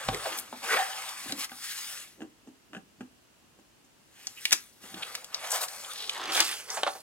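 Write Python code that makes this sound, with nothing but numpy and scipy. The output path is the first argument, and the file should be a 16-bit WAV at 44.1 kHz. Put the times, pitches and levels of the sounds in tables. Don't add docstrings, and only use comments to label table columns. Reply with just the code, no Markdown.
import sys
import numpy as np
from scipy import signal
from scipy.fft import rfft, irfft, next_fast_len
from scipy.io import wavfile
from scipy.ndimage import uniform_filter1d, map_coordinates

SR = 44100
rng = np.random.default_rng(int(sys.argv[2]) if len(sys.argv) > 2 else 0)


def output_pcm(signal):
    pcm = np.clip(np.atleast_2d(signal).T, -1, 1) * 32767
    wavfile.write(sys.argv[1], SR, np.round(pcm).astype(np.int16))


N = 309846

# pitch_hz, level_db
BODY_COLOUR = [(100, -29), (300, -23.5), (500, -3), (750, -4.5), (1150, -1), (1800, -10.5), (4000, -45)]
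# pitch_hz, level_db
RUSTLE_COLOUR = [(500, -36.5), (1000, -19.5), (1500, -2.5), (2300, 0), (3500, -0.5), (5000, -10),
                 (7000, -15.5), (12000, -62)]
# pitch_hz, level_db
HISS_COLOUR = [(2000, -22.5), (4500, 2.5), (6000, 1.5), (8000, -0.5), (10000, -2.5), (12500, -8),
               (15500, -13)]
# time_s, pitch_hz
POCKET_NOTE = [(0, 676), (.11, 443), (.17, 453), (.26, 660), (.31, 370), (.45, 233), (.66, 260), (.71, 450),
               (.755, 474), (.78, 757), (.84, 754), (1.2, 1056), (1.7, 1380), (1.95, 605), (4.85, 324),
               (5.55, 723), (6.25, 340), (7, 480)]
# multiple of its note (a plain number), level_db
AIR_MODES = [(1, 5), (1.65, -27), (2.4, -13)]
# middle_s, length_s, level_db
PUFFS = [(0.153, 0.03, -34), (0.269, 0.025, -34), (0.753, 0.046, -34), (0.804, 0.028, -31)]
LAYER_DB = (-3.5, -1.5, 1.5)
GLIDE_CRACKLE, PEEL_CRACKLE = 0.25, 0.5
LOOSENING = (5.45, 5.65)
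SHEEN_DB, SHEEN_PER_HISS, SHEEN_GLUE_DB = 3, 0.62, -3
HOLLOW_DB = -8


def slide():
    x, now = np.zeros(N), np.arange(N) / SR
    share = np.interp(now, LOOSENING, (GLIDE_CRACKLE, PEEL_CRACKLE))
    coarse = now[::64]
    layers = zip(rubbing(coarse), (BODY_COLOUR, RUSTLE_COLOUR, HISS_COLOUR), LAYER_DB)
    for level, colour, trim_db in layers:
        rub = coloured(friction(share, rate=1700, spread_db=3.5), lambda hz: along(colour, hz))
        x += np.interp(now, coarse, level) * amp(trim_db) * rub
    unsteady = x * amp(0.99 * wobble(45))
    hz, t, z = signal.stft(unsteady, SR, nperseg=512)
    hz = hz[:, None]

    body, rustle, hiss = rubbing(t)
    hiss_over_rustle_db = np.maximum(20 * np.log10(hiss / rustle), -4)
    sheen_db = SHEEN_DB + SHEEN_PER_HISS * hiss_over_rustle_db + np.interp(t, LOOSENING, (0, SHEEN_GLUE_DB))
    z = z * patches(z.shape, depth_db=2, rows_size=4, frames_size=9)
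    z = z * amp(sheen_db * along([(8000, 0.0083), (13000, 1)], hz))

    note_hz, = curves(POCKET_NOTE, t)
    puffing = sum(amp(db) * swell(t - s, length) for s, length, db in PUFFS)
    drive = amp(HOLLOW_DB) * body + puffing
    band = sum(amp(db + 2 * hump(hz, k * note_hz, octaves=0.08)) for k, db in AIR_MODES)
    band = band / np.sqrt(np.mean(band ** 2, axis=0))
    air = signal.stft(rng.standard_normal(N), SR, nperseg=512)[2] * band * drive * amp(-1.5)
    z = z * hz ** 4 / (hz ** 4 + (0.55 * note_hz) ** 4) + air

    spread_gain = amp(along([(300, -19), (1500, -6), (8000, -25)], hz))
    spread = spread_gain * np.abs(z) * rng.standard_normal(z.shape)
    pair = z * stereo_place(hz, hand_side(t)) + np.array([spread, -spread])
    return signal.istft(pair, SR, nperseg=512)[1][:, :N]


# full_strength_s, rise_s, hold_s, fall_s, rustle_db, body_over_rustle_db, hiss_over_rustle_db
STROKES = [(0.0, .02, 0.14, 0.11, -42, 1, -6), (0.247, 0.23, 0.083, 0.17, -41, 0, -3),
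           (0.546, 0.18, .06, .1, -53, -3.5, -2), (0.642, 0.029, 0.33, 0.38, -38, -3, -4.5),
           (0.709, 0.04, 0.059, 0.17, -36, -0.5, -5), (1.205, 0.38, 0.11, 0.045, -44.5, -6, -2),
           (1.401, 0.075, 0.048, 0.015, -39, -7, -0.5), (1.512, 0.064, 0.048, 0.085, -56, 2, 3),
           (1.646, .12, 0.27, 0.22, -42, -12.5, -.5), (4.21, 0.14, 0.071, 0.12, -56, -10, -3),
           (4.446, 0.29, 0.11, 0.17, -52, -13, 1), (4.63, .1, 0.21, .1, -73.5, -3, 7),
           (4.839, 0.043, 0.36, 0.36, -52, -3.5, -2), (5.02, .15, 0.11, 0.2, -47, -4, -6.5),
           (5.344, 0.047, 0.017, 0.11, -45, -4, -9), (5.444, 0.096, 0.023, 0.072, -41.5, 0.5, -4),
           (5.543, 0.085, 0.0095, 0.072, -34.5, 0.5, 0.5), (5.621, 0.045, 0.019, 0.028, -40, 5.5, 5),
           (6.699, 0.049, 0.045, 0.2, -43.5, 1, -1.5), (6.874, 0.055, 0.057, .2, -54.5, -6, 3)]
# time_s, rustle_db, body_over_rustle_db, hiss_over_rustle_db
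PEEL = [(5.69, -48.5, -2, 2), (6.0, -48.5, -3.5, -0.5), (6.15, -45, -2, -4.5), (6.28, -36, -0.5, -20),
        (6.35, -31.5, -6.5, -2), (6.412, -25, -4.5, -11.5), (6.45, -35.5, -10.5, -0.5),
        (6.53, -39.5, -8, -1.5), (6.661, -51.5, -8.5, -2)]
SAG_DB_PER_S = 7.5
FALL_CURVE = 1.4
PEEL_FADE_DB_PER_S = 400


def rubbing(t):
    power = np.full((3, len(t)), 1e-12)
    for s, rise, hold, fall, db, body_db, hiss_db in STROKES:
        u = t - s
        rise_db = 20 * np.minimum(u / rise, 0)
        sag_db = SAG_DB_PER_S * np.clip(u, 0, hold)
        fall_db = 20 * np.maximum((u - hold) / fall, 0) ** FALL_CURVE
        layer_db = np.array([[body_db], [0], [hiss_db]])
        power += amp(db + rise_db - sag_db - fall_db + layer_db) ** 2
    db, body_db, hiss_db = curves(PEEL, t)
    outside_s = np.abs(t - np.clip(t, PEEL[0][0], PEEL[-1][0]))
    db = db - PEEL_FADE_DB_PER_S * outside_s
    return np.sqrt(power + amp([db + body_db, db, db + hiss_db]) ** 2)


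def friction(share, rate, spread_db):
    scatter_db = spread_db * np.minimum(rng.exponential(size=N), 3)
    sizes = amp(scatter_db + 3.33 * wobble(140))
    slips = (rng.random(N) < rate / SR) * rng.choice([-1, 1], N) * sizes
    share = np.clip(share, 0, 1)
    return np.sqrt(1 - share) * rng.standard_normal(N) + np.sqrt(share) * unit(slips)


def patches(shape, depth_db, rows_size, frames_size):
    field = rng.standard_normal(shape)
    for _ in range(2):
        field = uniform_filter1d(uniform_filter1d(field, rows_size, 0), frames_size, 1)
    return amp(depth_db * unit(field))


HAND_SIDE, CROSS_AT_S, CROSS_S = 0.56, 6.22, 0.1


def hand_side(t):
    return HAND_SIDE * np.tanh((CROSS_AT_S - t) / CROSS_S)


# start_s, level_db, pitch_hz, ring_db
SNAPS = [(0.083, -26, 1610, -8), (0.146, -20, 1870, 10.5), (0.387, -21, 10400, 4), (1.295, -27, 1740, 15),
         (1.323, -17, 2500, 3), (1.444, -22.5, 1650, -6), (1.495, -33, 1940, 23), (4.27, -18, 6200, 19),
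         (4.454, -8.5, 2450, 13), (4.509, -19, 1950, 12), (4.517, -21, 1910, 12), (4.521, -10.5, 2300, 1),
         (4.5274, -1.5, 3780, -8), (4.532, -7, 2670, -2), (4.944, -27.5, 2960, 17), (5.145, -31, 1760, 15),
         (5.152, -18, 2210, -1), (5.245, -28, 8050, 6), (5.345, -14.5, 4830, 14.5), (5.684, -26, 6030, 3),
         (6.095, -13.5, 3000, 15.5), (6.377, -16, 2200, 1), (6.404, -5.5, 2290, -6), (6.703, -20, 6030, 21)]
SNAP_T60_S, SNAP_SIDE = 0.024, 0.75


def snaps():
    out = np.zeros((2, N))
    for s, db, centre_hz, ring_db in list(SNAPS) + glue_ticks():
        tilt = [(100, -6), (900, 4.5), (5000, 18.0), (15000, -0.5)]
        crack = lambda hz: hump(hz, centre_hz, octaves=2.1) + along(tilt, hz)
        ring = lambda hz: ring_db * amp(hump(hz, centre_hz, octaves=.28))
        snap = coloured(blow(SNAP_T60_S, crack=0.68), lambda hz: crack(hz) + ring(hz))
        add(out, s, snap * amp(db - 27.5), SNAP_SIDE)
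    return out


# span (s), level over the pull's rustle (dB, before the snaps' trim),
# scatter either way (dB), middle pitch (Hz), ring (dB)
TICK_SPAN, TICK_DB, TICK_SCATTER_DB, TICK_HZ, TICK_RING_DB = (5.95, 6.43), 11.5, 3, 3700, 3


def glue_ticks():
    ticks = []
    for when, size, pitch in rng.random(size=(24, 3)):
        s = TICK_SPAN[0] + when * (TICK_SPAN[1] - TICK_SPAN[0])
        db = curves(PEEL, s)[0] + TICK_DB + TICK_SCATTER_DB * (2 * size - 1)
        ticks.append((s, db, TICK_HZ * 2 ** (pitch - .5), TICK_RING_DB))
    return ticks


# start_s, level_db, die_away_s (60 dB), brightness_db per octave around 1 kHz
FLOPS = [(0.087, -12, 0.026, 3.5), (0.257, -20.5, 0.065, 1), (0.527, -25, 0.067, 0.5),
         (4.27, -34, 0.032, 8), (4.527, -26.5, 0.045, 0.5), (6.772, -17, 0.074, 1.5),
         (6.833, -9.5, 0.024, 3.5), (6.866, -14, 0.031, 0.5), (6.873, -12, 0.056, 1),
         (6.952, -29, 0.15, -2)]
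# pitch_hz, level_db
SHEET_COLOUR = [(120, -45), (400, -11.5), (600, 2), (870, -3), (1150, -8), (1550, -8.5), (2200, -17),
                (3200, -16), (4200, -19.5), (5500, -29), (9000, -38), (15000, -64)]


def flops():
    out = np.zeros((2, N))
    for s, db, t60, bright_db in FLOPS:
        octaves_up = lambda hz: np.clip(np.log2((hz + 1) / 1000), -1, 2)
        clap = coloured(blow(t60, crack=0.24), lambda hz: along(SHEET_COLOUR, hz) + bright_db * octaves_up(hz))
        add(out, s, amp(db - 28.0) * clap, side=0.78 * hand_side(s))
    return out


# start_s, level_db, treble_db, boom_hz
BUMPS = [(0.087, -22, -10, 133), (0.528, -33.5, -25, 248), (1.26, -33, -20, 270), (1.297, -33.5, -27, 116),
         (1.326, -24.5, -46, 256), (1.384, -37, -33, 495), (1.518, -43.5, 7.5, 246),
         (2.206, -31.5, -15, 284), (2.219, -27.5, -12, 334), (2.474, -33.5, -28, 260),
         (2.733, -33.5, -4.5, 243), (2.749, -36, 2, 238), (2.767, -32.5, -5, 213), (3.008, -28.5, -11, 218),
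         (3.589, -45.5, -14, 223), (3.843, -52, -21, 335), (4.529, -37, -12, 340), (4.839, -38.5, -10, 390),
         (4.942, -31, -11.5, 186), (4.97, -37.5, -15, 135)]
# pitch_hz, level_db
CANVAS_COLOUR = [(50, -37.5), (130, -8.5), (230, 3), (340, 0), (420, -7.5), (600, -5.5), (780, -6),
                 (1050, -18.5), (1650, -10), (2200, -24.5), (2850, -12), (3900, -28), (8000, -39.5),
                 (14000, -53)]
BUMP_T60_S = 0.1


def bumps():
    out = np.zeros((2, N))
    canvas = lambda hz: along(CANVAS_COLOUR, hz)
    for s, db, treble_db, boom_hz in BUMPS:
        boom = lambda hz: 7 * amp(hump(hz, boom_hz, octaves=0.2))
        dull = lambda hz: along([(700, 2.5), (1500, -5.0)], hz)
        bright = lambda hz: along([(400, -19), (1200, -1.5)], hz)
        thump = coloured(blow(BUMP_T60_S, crack=0.76), lambda hz: canvas(hz) + boom(hz) + dull(hz))
        tick = coloured(blow(0.047, crack=0.71), lambda hz: canvas(hz) + bright(hz))
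        add(out, s, amp(db - 25.5) * (thump + amp(treble_db + 3.0) * tick), side=0.72)
    return out


# middle_s, length_s, level_db, pitch_hz, width_octaves
SCUFFS = [(.39, .018, -36, 10600, 0.49), (0.733, 0.063, -27, 1670, 0.43), (0.811, 0.059, -34, 1780, 0.19),
          (1.41, 0.036, -35, 4000, 0.55), (4.388, 0.023, -43.5, 2680, .15),
          (5.029, 0.0094, -31.5, 2930, 0.36), (5.508, 0.0046, -26, 7500, 0.28),
          (5.521, 0.0074, -23.5, 7300, 0.42), (5.637, 0.015, -37, 7250, 0.73),
          (5.849, 0.0043, -30, 3440, 0.086), (5.917, 0.02, -40, 3550, 0.14), (6.02, 0.092, -39, 3760, .35),
          (6.354, 0.011, -28, 3500, 0.18), (6.406, 0.013, -25, 2460, 0.79), (6.723, 0.024, -39, 5930, .22),
          (6.759, 0.029, -38, 7240, 0.25)]
PRESS_DB, PRESS_S, PRESS_OCTAVES = -24.5, 0.048, 0.47
FIZZ_DB, FIZZ_S, FIZZ_HZ, FIZZ_OCTAVES = -65.5, 0.015, 6600, .25


def scuffs():
    out, t = np.zeros((2, N)), np.arange(SR // 5) / SR - .1
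    grit = friction(0.65, rate=2700, spread_db=6.5)
    bursts = list(SCUFFS)
    for s, db, _, boom_hz in BUMPS:
        bursts.append((s + PRESS_S / 4, PRESS_S, db + PRESS_DB, boom_hz, PRESS_OCTAVES))
        bursts.append((s + FIZZ_S / 2, FIZZ_S, FIZZ_DB, FIZZ_HZ, FIZZ_OCTAVES))
    for s, length, db, centre_hz, octaves in bursts:
        piece = grit[round(s * SR):][:len(t)]
        x = coloured(piece, lambda hz: 1.43 * hump(hz, centre_hz, octaves))
        add(out, s + t[0], x * amp(db) * swell(t, length), hand_side(s))
    return out


# start_s, level_db
THUDS = [(0.091, -27), (1.29, -53)]
# pitch_hz, level_db
TABLE_COLOUR = [(20, -45), (32, -27), (47, 4.5), (70, -9.5), (100, -6), (145, -5.5), (220, -31), (500, -68)]
THUD_RISE_S = .008
THUD_DROP_DB, THUD_DROP_S, THUD_DECAY_DB_PER_S = 15, 0.034, 125


def thud():
    level = np.zeros(N)
    for s, db in THUDS:
        u = np.arange(N) / SR - s
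        after = np.maximum(u, 0)
        rise_db = 20 * np.minimum(u / THUD_RISE_S, 0)
        drop_db = THUD_DROP_DB * (1 - np.exp(-after / THUD_DROP_S))
        level += amp(db + rise_db - drop_db - THUD_DECAY_DB_PER_S * after)
    return level * unit(filtered(rng.standard_normal(N), lambda hz: amp(along(TABLE_COLOUR, hz))))


# pitch_hz, die_away_s (60 dB)
ROOM_DECAY = [(150, 0.38), (700, 0.21), (3000, 0.18), (12000, 0.17)]


def room(x):
    hz, t, z = signal.stft(rng.standard_normal((2, SR // 3)), SR, nperseg=256)
    z[1] *= amp(along([(300, -10.0), (1200, 3.0), (3000, -6.0)], hz))[:, None]
    decay = amp(-60 * t / along(ROOM_DECAY, hz)[:, None])
    mid, side = signal.istft(z * decay, SR, nperseg=256)[1]
    tail = np.array([mid + side, mid - side])
    delayed = np.pad(x, ((0, 0), (SR // 300, 0)))
    return signal.fftconvolve(delayed, tail / np.linalg.norm(tail[0]), axes=1)[:, :N]


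# pitch_hz, level_db
QUIET_COLOUR = [(15, -47.5), (25, -10), (91, -7.5), (184, -7.5), (216, -5), (276, -6.5), (333, -6.5),
                (461, -11.5), (881, -13.5), (1040, -14), (2390, -17.5), (2810, -14), (3390, -18.5),
                (7630, -20.5), (15800, -29.5)]
# pitch_hz, likeness (0-1)
ALIKE = [(60, 0.38), (180, 0.29), (550, 0.14), (1650, 0.076), (4970, 0.01), (15000, 0.02)]
QUIET_DB = -62


def room_tone():
    turn = lambda hz: np.arccos(np.clip(along(ALIKE, hz), -1, 1)) / 2
    response = lambda hz: amp(along(QUIET_COLOUR, hz)) * [np.cos(turn(hz)), np.sin(turn(hz))]
    mid, side = filtered(rng.standard_normal((2, N)), response)
    return amp(QUIET_DB) * unit(np.array([mid + side, mid - side]))


# pitch_hz, phase_lead_rad, left_minus_right_db
PLACING = [(300, 0.36, -2.5), (860, 1.3, 0), (1400, 0.5, 9), (2330, 2.2, -0.5), (3220, 2.72, 1.5),
           (5250, 3.52, 4), (6470, 2.7, 5.5), (7100, 2.5, 7), (7960, 1.1, 7), (10700, .3, 10.5),
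           (14900, 0.33, 11)]
# pitch_hz, left_minus_right_db
SIDE_COLOUR = [(1500, 0), (2400, -4), (3500, 0.5)]


def stereo_place(hz, side):
    lead = .5j * side * along(PLACING, hz)
    tilt = (np.tanh(0.83 * side) * along(PLACING, hz, axis=2) + along(SIDE_COLOUR, hz)) / 2
    return np.array([amp(tilt) * np.exp(lead), amp(-tilt) * np.exp(-lead)])


def add(out, s, x, side):
    margin = 64
    padded = np.pad(x, (margin, 0))
    pair = filtered(padded, lambda hz: stereo_place(hz, np.clip(side, -1, 1)))
    start = max(round(s * SR) - margin, 0)
    out[:, start:start + pair.shape[1]] += pair[:, :N - start]


def blow(t60, crack):
    t = np.arange(SR // 4) / SR
    x = rng.standard_normal(len(t)) * amp(-60 * t / max(t60, .003))
    x /= np.linalg.norm(x)
    x[0] += crack
    return x


def swell(t, length):
    return np.exp(-2 * (t / length) ** 2)


def hump(hz, centre, octaves):
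    return -20 * np.log10(1 + (np.log2((hz + 1) / centre) / octaves) ** 2 / 2)


def coloured(x, shape):
    size = 2048
    c = irfft(np.log(amp(shape(np.fft.rfftfreq(size, 1 / SR))) + 1e-6))
    c[1:size // 2] *= 2
    c[size // 2 + 1:] = 0
    impulse = irfft(np.exp(rfft(c)))
    return unit(signal.fftconvolve(x, impulse)[:len(x)])


def filtered(x, response):
    n = x.shape[-1]
    m = next_fast_len(n + 8192)
    return irfft(rfft(x, m) * response(np.fft.rfftfreq(m, 1 / SR)), m)[..., :n]


def wobble(rate):
    knots = rng.standard_normal(int(N * rate / SR) + 4)
    return map_coordinates(knots, [np.arange(N) * rate / SR])


def curves(rows, t=None):
    s, *cols = np.transpose(rows)
    return [np.interp(np.arange(N) / SR if t is None else t, s, c) for c in cols]


def along(points, hz, axis=1):
    p = np.transpose(points)
    return np.interp(np.log(hz + 1), np.log(p[0]), p[axis])


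def unit(x):
    return x / np.sqrt(np.mean(x ** 2) + 1e-20)


def amp(db):
    return 10 ** (np.asarray(db) / 20)


# pitch_hz, width_hz, level_db
RINGS = [(455.2, 4.6, 7), (762.4, 23.4, 9.5), (854, 28, 5), (1208, 130, 3.5), (1640, 60, 2.5)]


def scene():
    resonance = lambda f, c, w: 1j * f * w / (c * c - f * f + 1j * f * w)
    body = lambda f: 1 + sum((amp(db) - 1) * resonance(f, c, w) for c, w, db in RINGS)
    handling = filtered(slide() + bumps() + flops(), body) + scuffs()
    cracks = snaps()
    tail = room(amp(-10) * handling + amp(-12) * cracks)
    return handling + cracks + tail + thud() + room_tone()


LOW_CUT_HZ, TOP_HZ = 36, 15950


def record(dry):
    rounded = dry / (1 + (dry / .8) ** 4) ** .25
    return filtered(rounded, lambda hz: (hz < TOP_HZ) * hz ** 8 / (hz ** 8 + LOW_CUT_HZ ** 8))


dry = scene()
out = record(dry)
output_pcm(out)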